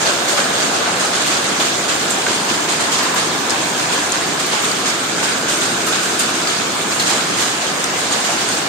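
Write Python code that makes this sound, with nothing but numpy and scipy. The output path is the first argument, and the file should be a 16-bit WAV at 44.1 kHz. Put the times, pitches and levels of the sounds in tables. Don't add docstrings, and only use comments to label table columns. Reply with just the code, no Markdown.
import sys
import numpy as np
from scipy import signal
from scipy.fft import rfft, irfft, next_fast_len
from scipy.io import wavfile

SR = 44100
rng = np.random.default_rng(int(sys.argv[2]) if len(sys.argv) > 2 else 0)


def to_wav(s):
    ch = np.atleast_2d(s).T
    pcm = np.round(np.clip(ch, -1, 1) * 32767)
    wavfile.write(sys.argv[1], SR, pcm.astype(np.int16))


N = 382788
TIME = np.arange(N) / SR

# start in seconds, relative level in dB,
# brightness in dB per octave about 6 kHz.
GUSHES = [(.005, -21.5, -3), (.052, -19.5, -6), (.276, -17.5, -2), (.365, -17.5, -4.5), (.523, -22, -5),
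          (.592, -20.5, -2.5), (.73, -24, -7), (.993, -18.5, -2), (1.128, -20.5, -4.5), (1.195, -21, -4),
          (1.26, -21, -3), (1.313, -22, -7), (1.44, -26, -4), (1.595, -18, -6), (1.65, -27, -3),
          (1.88, -19, -4.5), (1.99, -25, -6), (2.098, -26, .5), (2.28, -21, -5), (2.479, -20.5, -4.5),
          (2.682, -19, -3), (2.795, -19, -3), (2.914, -17, -3), (2.98, -24, -8), (3.157, -19, -4),
          (3.492, -24.5, -6), (3.77, -23.5, -1), (3.913, -21.5, -2), (4.113, -25, -6), (4.386, -21.5, -4),
          (4.51, -21, -8), (4.63, -20, -1), (4.853, -17.5, -1.5), (5.224, -18, -2), (5.48, -17.5, -1),
          (5.503, -28, 0), (5.605, -20, -2), (5.865, -20, 0), (5.92, -24, -8.5), (6.02, -28, 6),
          (6.19, -18, -2), (6.33, -26, -1), (6.467, -23, -5), (6.907, -23, 2), (6.993, -20, -5),
          (7.06, -16, -2.5), (7.09, -24, -7), (7.185, -29, -4), (7.368, -21, 0), (7.39, -18.5, -3),
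          (7.973, -25, 0), (8.108, -19, -3), (8.238, -20, -3), (8.377, -23, -4), (8.48, -24, -1)]
USUAL_GUSH_DB, SPRAY_T60_S = -21, 0.82
SHORTER_PER_DB = 0.1044


def from_db(db):
    return 10 ** (np.asarray(db) / 20)


def rms_one(x):
    return x / np.sqrt(np.mean(x ** 2) + 1e-20)


def over_bins(points):
    hz, value = np.transpose(points)
    bins = np.maximum(np.fft.rfftfreq(next_fast_len(N), 1 / SR), 1)
    return np.interp(np.log(bins), np.log(np.sort(hz)), value)


def filtered(x, gain):
    size = next_fast_len(N)
    return irfft(rfft(x, size) * gain, size)[..., :N]


def coloured(x, spectrum):
    return rms_one(filtered(x, from_db(over_bins(spectrum))))


def in_bands(x, count=12):
    centres = np.geomspace(1400, 13000, count)
    whole = rfft(x, next_fast_len(N))
    for hz, share in zip(centres, np.eye(count)):
        gain = over_bins(np.c_[centres, share])
        yield hz, irfft(whole * gain, next_fast_len(N))[:, :N]


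def resonance(x, hz, width_hz):
    radius = np.exp(-np.pi * width_hz / SR)
    zeros = np.array([1, 0, -1]) * (1 - radius * radius) / 2
    poles = [1, -2 * radius * np.cos(2 * np.pi * hz / SR), radius * radius]
    return signal.lfilter(zeros, poles, x + 1e-18)


def swell(t60, rise_s):
    age = TIME[:SR]
    return (1 - np.exp(-age / rise_s)) * from_db(-60 * age / t60)


def drift(per_s):
    steps = int(9 * per_s) + 4
    return rms_one(np.interp(TIME * per_s, np.arange(steps), rng.standard_normal(steps)))


def add(out, s, sound):
    start = int(np.clip(round(s * SR), 0, N - 1))
    out[..., start:start + sound.shape[-1]] += sound[..., :N - start]


def impacts(per_s, spread_db):
    born = rng.random((2, N)) < per_s / SR
    sizes = from_db(spread_db * np.minimum(rng.exponential(1, (2, N)), 4))
    return rms_one(born * sizes * rng.choice([-1, 1], (2, N)))


def mode_cluster(hz, spacing, flank_db):
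    ratios = 1 + spacing * np.array([0, -1, 1]) * rng.uniform(.6, 1.4, 3)
    phases = rng.uniform(0, 2 * np.pi, (3, 1, 1)) + .5 * rng.standard_normal((3, 2, 1))
    gains = from_db([0, flank_db, flank_db])
    modes = [gain * np.sin(2 * np.pi * hz * ratio * TIME[:SR] + phase)
             for gain, ratio, phase in zip(gains, ratios, phases)]
    return rms_one(sum(modes))


def rattle(hz, width_hz):
    shake = rng.standard_normal((2, SR)) + rng.standard_normal(SR)
    once = resonance(shake, hz, width_hz)
    return rms_one(resonance(once, hz, width_hz))


def gush_decay(db):
    return swell(SPRAY_T60_S * np.exp(SHORTER_PER_DB * (USUAL_GUSH_DB - db)), rise_s=0.0066)


def roofs(rumble_db, patter_db):
    # time in seconds, rumble and patter levels in dB before the trims.
    shower = [(0, -28.5, -22.5), (.6, -27.5, -21), (2.1, -27.5, -24), (3.0, -27, -23.5), (4.0, -28, -23),
              (5.0, -28, -24.5), (5.7, -27, -23.5), (6.7, -28.5, -24), (7.2, -27, -24), (7.8, -29.5, -24),
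              (8.68, -28.5, -23.5)]
    # frequency in Hz, relative level in dB.
    rumble_spectrum = [(22, -44), (45, -41), (70, -17), (100, -10), (165, -1.5), (250, 0), (340, 1),
                       (450, -0.5), (650, -21), (1500, -47)]
    patter_spectrum = [(40, -60), (200, -49), (380, -12), (520, -2), (720, 1.3), (900, -4.5), (1200, -2),
                       (1500, -1.5), (1740, -3), (1900, -14.5), (2800, -36), (6000, -28.5)]
    # frequency in Hz, correlation.
    likeness = [(40, 1), (120, 1), (350, 0.96), (500, 0.5), (700, 0.21), (1000, 0.52), (1400, 0.046),
                (2200, 0.18)]
    s, rumble, patter = np.transpose(shower)
    alike = np.clip(over_bins(likeness), -1, 1)
    out = 0
    for spectrum, level_db in ((rumble_spectrum, rumble + rumble_db), (patter_spectrum, patter + patter_db)):
        mid, side = impacts(per_s=5000, spread_db=3.0)
        common = filtered(mid, np.sqrt(1 + alike))
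        opposed = filtered(side, np.sqrt(1 - alike)) * [[1], [-1]]
        out = out + coloured(common + opposed, spectrum) * from_db(np.interp(TIME, s, level_db))
    return out


def hollow_patter(width_hz):
    # time in seconds, centre in Hz, level in dB.
    hollow = [(0, 560, -34), (.4, 547, -32.5), (1.0, 590, -36), (1.7, 640, -36), (2.4, 960, -30),
              (3.05, 1000, -34), (3.8, 1000, -32), (4.5, 1070, -41), (5.3, 1510, -30.5), (6.2, 1480, -34),
              (6.7, 1390, -40), (7.15, 760, -33.5), (7.6, 760, -46)]
    s, hz, db = np.transpose(hollow)
    drops = impacts(per_s=2000, spread_db=1.5)
    drops = drops + 0.24 * drops[::-1]
    carrier = np.exp(2j * np.pi * np.cumsum(np.interp(TIME, s, hz)) / SR)
    lowpass = signal.butter(2, width_hz / 2, fs=SR, output="sos")
    band = signal.sosfilt(lowpass, drops / carrier) * carrier
    return from_db(np.interp(TIME, s, db)) * rms_one(band.real)


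def knocks(level_db, t60, thud_db, thud_t60, tap_db, tap_t60, relative_width):
    # start in seconds, level in dB before level_db, pitch in Hz.
    heavy_knocks = [(.058, -18.5, 637), (.322, -16.5, 573), (.378, -16.5, 1386), (.385, -16.5, 563),
                    (.635, -21, 290), (.858, -17, 1496), (.875, -18, 796), (1.888, -21, 1310),
                    (2.281, -22, 404), (2.884, -21, 917), (2.99, -16, 1060), (3.061, -18, 1020),
                    (3.138, -17.5, 982), (3.516, -20, 928), (4.53, -21, 857), (4.631, -24, 262),
                    (5.219, -20.5, 907), (5.277, -19, 1500), (5.87, -20.5, 1266), (7.104, -20, 817),
                    (7.125, -19, 657), (7.175, -21, 1310), (7.298, -20.5, 297), (8.29, -17.5, 694)]
    out = np.zeros((2, N))
    tap = from_db(tap_db) * swell(tap_t60, rise_s=0.0008)
    thud = from_db(thud_db) * swell(thud_t60, rise_s=0.0012)
    for s, db, hz in heavy_knocks:
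        board = mode_cluster(hz, spacing=0.1095, flank_db=-5) * swell(t60, rise_s=0.0011)
        blow = (tap + thud) * rattle(hz, hz * relative_width)
        add(out, s, from_db(db + level_db) * (board + blow))
    return signal.sosfilt(signal.butter(2, 130, "high", fs=SR, output="sos"), out)


def far_rain(level_db, patchy_db, patches_per_s):
    # frequency in Hz, relative level in dB.
    wash_spectrum = [(40, -50), (300, -20), (1000, -2.5), (2200, 4), (2800, 2), (3400, 3.1), (4500, 1.5),
                     (5600, 1.5), (7000, -2), (9000, -5), (12000, -8), (16000, -9.5)]
    wash = coloured(impacts(per_s=16000, spread_db=2.5), wash_spectrum)
    shifting = sum(band * from_db(patchy_db * drift(patches_per_s)) for hz, band in in_bands(wash))
    return from_db(level_db) * rms_one(shifting)


def run_off(level_db, right_db, colour_db, clump_db, clumps_per_s, sputter_db):
    # frequency in Hz, relative level in dB.
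    spray_spectrum = [(40, -50), (300, -30), (700, -1.5), (1500, 5.5), (2300, -0.5), (3500, 4), (5500, 6),
                      (7000, 4), (9000, 1), (12000, 1), (16000, -21.5)]
    droplets = coloured(impacts(per_s=9000, spread_db=3.0), spray_spectrum)
    decays = [gush_decay(db) ** 2 for s, db, brightness in GUSHES]
    out = 0
    for hz, band in in_bands(droplets):
        octaves = max(np.log2(hz / 6000), -1)
        power = np.zeros(N)
        for (s, db, brightness), decay in zip(GUSHES, decays):
            band_db = db + brightness * octaves + colour_db * rng.standard_normal()
            add(power, s, from_db(band_db) ** 2 * decay)
        out = out + band * np.sqrt(power) * from_db(clump_db * drift(clumps_per_s))
    sputter = sputter_db * drift(clumps_per_s)
    balance_db = right_db * np.array([[-1], [1]])
    return from_db(level_db + sputter + balance_db) * out


def wall_echo(x):
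    # time in seconds, echo delay in ms, echo strength (0-1).
    wall = [(2.4, 0.86, 0.02), (3.1, 1.07, 0.08), (3.8, 1.23, 0.11), (4.6, 0.94, 0.06), (5.4, 0.79, 0.06),
            (6.4, 0.81, 0.08), (7.1, 0.98, 0.08), (8.68, 1.08, 0.12)]
    s, delay_ms, strength = np.transpose(wall)
    read_at = TIME - np.interp(TIME, s, delay_ms) / 1000
    echo = np.array([np.interp(read_at, TIME, side) for side in x])
    echo = signal.sosfilt(signal.butter(1, 180, "high", fs=SR, output="sos"), echo)
    return x + np.interp(TIME, s, strength) * echo


def fine_hail(level_db, per_s, gush_gain, spread_db, q_factor, skid_t60, count=20):
    surge = np.ones(N)
    for s, db, brightness in GUSHES:
        add(surge, s, gush_gain * from_db(db - USUAL_GUSH_DB) * gush_decay(db))
    energy = impacts(per_s * surge, spread_db) ** 2 * surge
    energy = energy + 0.31 * energy[::-1]
    dealt = rng.integers(0, count, N)
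    fade = from_db(-120 / (skid_t60 * SR))
    grit = rng.standard_normal((2, N))
    ticks = 0
    for k, hz in enumerate(np.geomspace(1900, 11000, count)):
        skid = signal.lfilter([1], [1, -fade], energy * (dealt == k) + 1e-18)
        contact = np.sqrt(skid) * grit
        ticks = ticks + resonance(contact, hz, hz / q_factor) / np.sqrt(hz)
    return from_db(level_db) * rms_one(ticks)


def pings(level_db, per_s, spread_db, low_hz, high_hz, q_factor, count=36):
    clicks = impacts(per_s, spread_db)
    dealt = rng.integers(0, count, N)
    clicks = clicks + 0.17 * clicks[::-1]
    pitches = np.geomspace(low_hz, high_hz, count) * rng.uniform(.98, 1.02, count)
    rings = [resonance(clicks * (dealt == k), hz, hz / q_factor) / hz for k, hz in enumerate(pitches)]
    return from_db(level_db) * rms_one(sum(rings))


def spatter(level_db, t60):
    # start in seconds, level in dB before level_db.
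    big_drops = [(.283, -24), (1.26, -26), (1.595, -24), (2.025, -27), (2.093, -22), (2.915, -26),
                 (3.025, -24), (3.14, -23), (4.455, -25), (4.617, -23), (5.575, -25), (5.863, -19),
                 (6.192, -17), (6.996, -22), (7.402, -21), (8.245, -29)]
    burst = np.zeros(N)
    for s, db in big_drops:
        add(burst, s, from_db(db) * swell(t60, rise_s=.003))
    sparkle = pings(level_db, per_s=2400, spread_db=0.5, low_hz=10000, high_hz=14500,
                    q_factor=18, count=10)
    return burst * sparkle


def close_hail(level_db, clack_width, crack_width, crack_db, crack_t60, ring_db):
    # start in seconds, level in dB before level_db, pitch in Hz,
    # decay time t60 in seconds, left-over-right level in dB.
    hailstones = [(.064, -18, 4660, .06, -4), (1.0535, -18, 8600, .025, 3), (1.4422, -17, 8600, .02, 5),
                  (1.599, -20, 3450, 0.13, -5), (2.105, -13, 7580, .04, -5), (2.2656, -8, 1570, 0.031, -2),
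                  (2.2835, -12, 1510, .02, 0), (2.3162, -18, 4900, .02, -7), (2.72, -21, 7900, .04, -1),
                  (2.8095, -20, 7600, 0.023, 3), (2.9562, -16, 3530, .025, 2),
                  (2.987, -16, 5020, 0.029, -2), (3.4965, -12, 5300, .012, -8),
                  (3.5047, -7.5, 5200, .028, 2), (4.1203, -10, 6700, .021, 6),
                  (4.4012, -19, 6700, .018, -9), (4.7145, -13.5, 4450, .035, -3),
                  (6.1925, -13, 9700, .045, 8), (6.198, -17, 7200, .05, 0), (6.195, -24, 2660, .14, 0),
                  (6.473, -14, 4580, .055, 3), (6.997, -16, 4240, .12, 3), (6.998, -24, 6700, .08, -1),
                  (7.8408, -8, 5800, .017, 7), (7.844, -17, 8700, .017, 3), (8.124, -17, 6730, 0.056, 1),
                  (8.489, -18.5, 8800, .03, 7)]
    out = np.zeros((2, N))
    for s, db, hz, t60, pan_db in hailstones:
        clack = rattle(hz, hz * clack_width)
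        ring = from_db(ring_db) * mode_cluster(hz, spacing=0.08, flank_db=-15)
        body = (clack + ring) * swell(t60, rise_s=0.00055)
        crack = from_db(crack_db) * rattle(hz, hz * crack_width) * swell(crack_t60, rise_s=0.0002)
        side_db = np.array([[.5], [-.5]]) * pan_db
        add(out, s, from_db(db + level_db + side_db) * (body + crack))
    return out


def scene():
    roar = roofs(rumble_db=-0.55, patter_db=-0.2) + hollow_patter(width_hz=203)
    roar = roar + knocks(level_db=-5.0, t60=0.28, thud_db=-3.5, thud_t60=0.5,
                         tap_db=1, tap_t60=0.028, relative_width=0.99)
    yard = far_rain(level_db=-21.5, patchy_db=1.7, patches_per_s=40)
    gushes = run_off(level_db=1.28, right_db=0.0, colour_db=1.0, clump_db=1.1,
                     clumps_per_s=140, sputter_db=0.3)
    pellets = fine_hail(level_db=-30.5, per_s=170, gush_gain=1.3, spread_db=-0.8,
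                        q_factor=5.8, skid_t60=0.015)
    on_boards = pings(level_db=-32.0, per_s=40, spread_db=0.5, low_hz=279, high_hz=1753, q_factor=26)
    high_pings = pings(level_db=-34.0, per_s=200, spread_db=1.0, low_hz=1999, high_hz=6440, q_factor=51)
    bursts = spatter(level_db=3.0, t60=0.14)
    stones = close_hail(level_db=-2.5, clack_width=0.18, crack_width=1.4,
                        crack_db=-1, crack_t60=0.015, ring_db=-4.5)
    return wall_echo(roar + yard + gushes) + pellets + on_boards + high_pings + bursts + stones


def record(dry):
    # frequency in Hz, gain in dB.
    left_port = [(1500, 0.5), (2200, -0.5), (4500, -1), (6000, -5), (6700, 2), (7100, -2.5), (8200, 1),
                 (8800, 5), (9500, 0.5), (9750, -12), (14000, -8), (15700, -16)]
    right_port = [(400, 0), (1500, 0), (3500, 1), (5300, -0.2), (5600, -1.5), (6700, 5.5), (7000, 4.5),
                  (7450, 6.5), (8200, 1), (9450, -1), (9700, -15), (14000, -7), (15700, -15)]
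    cutoff_hz = 15650
    heard = filtered(dry, from_db([over_bins(left_port), over_bins(right_port)]))
    heard = heard / (1 + (heard / .92) ** 8) ** (1 / 8)
    return signal.sosfilt(signal.ellip(12, .1, 90, cutoff_hz, fs=SR, output="sos"), heard)


dry = scene()
out = record(dry)
to_wav(out)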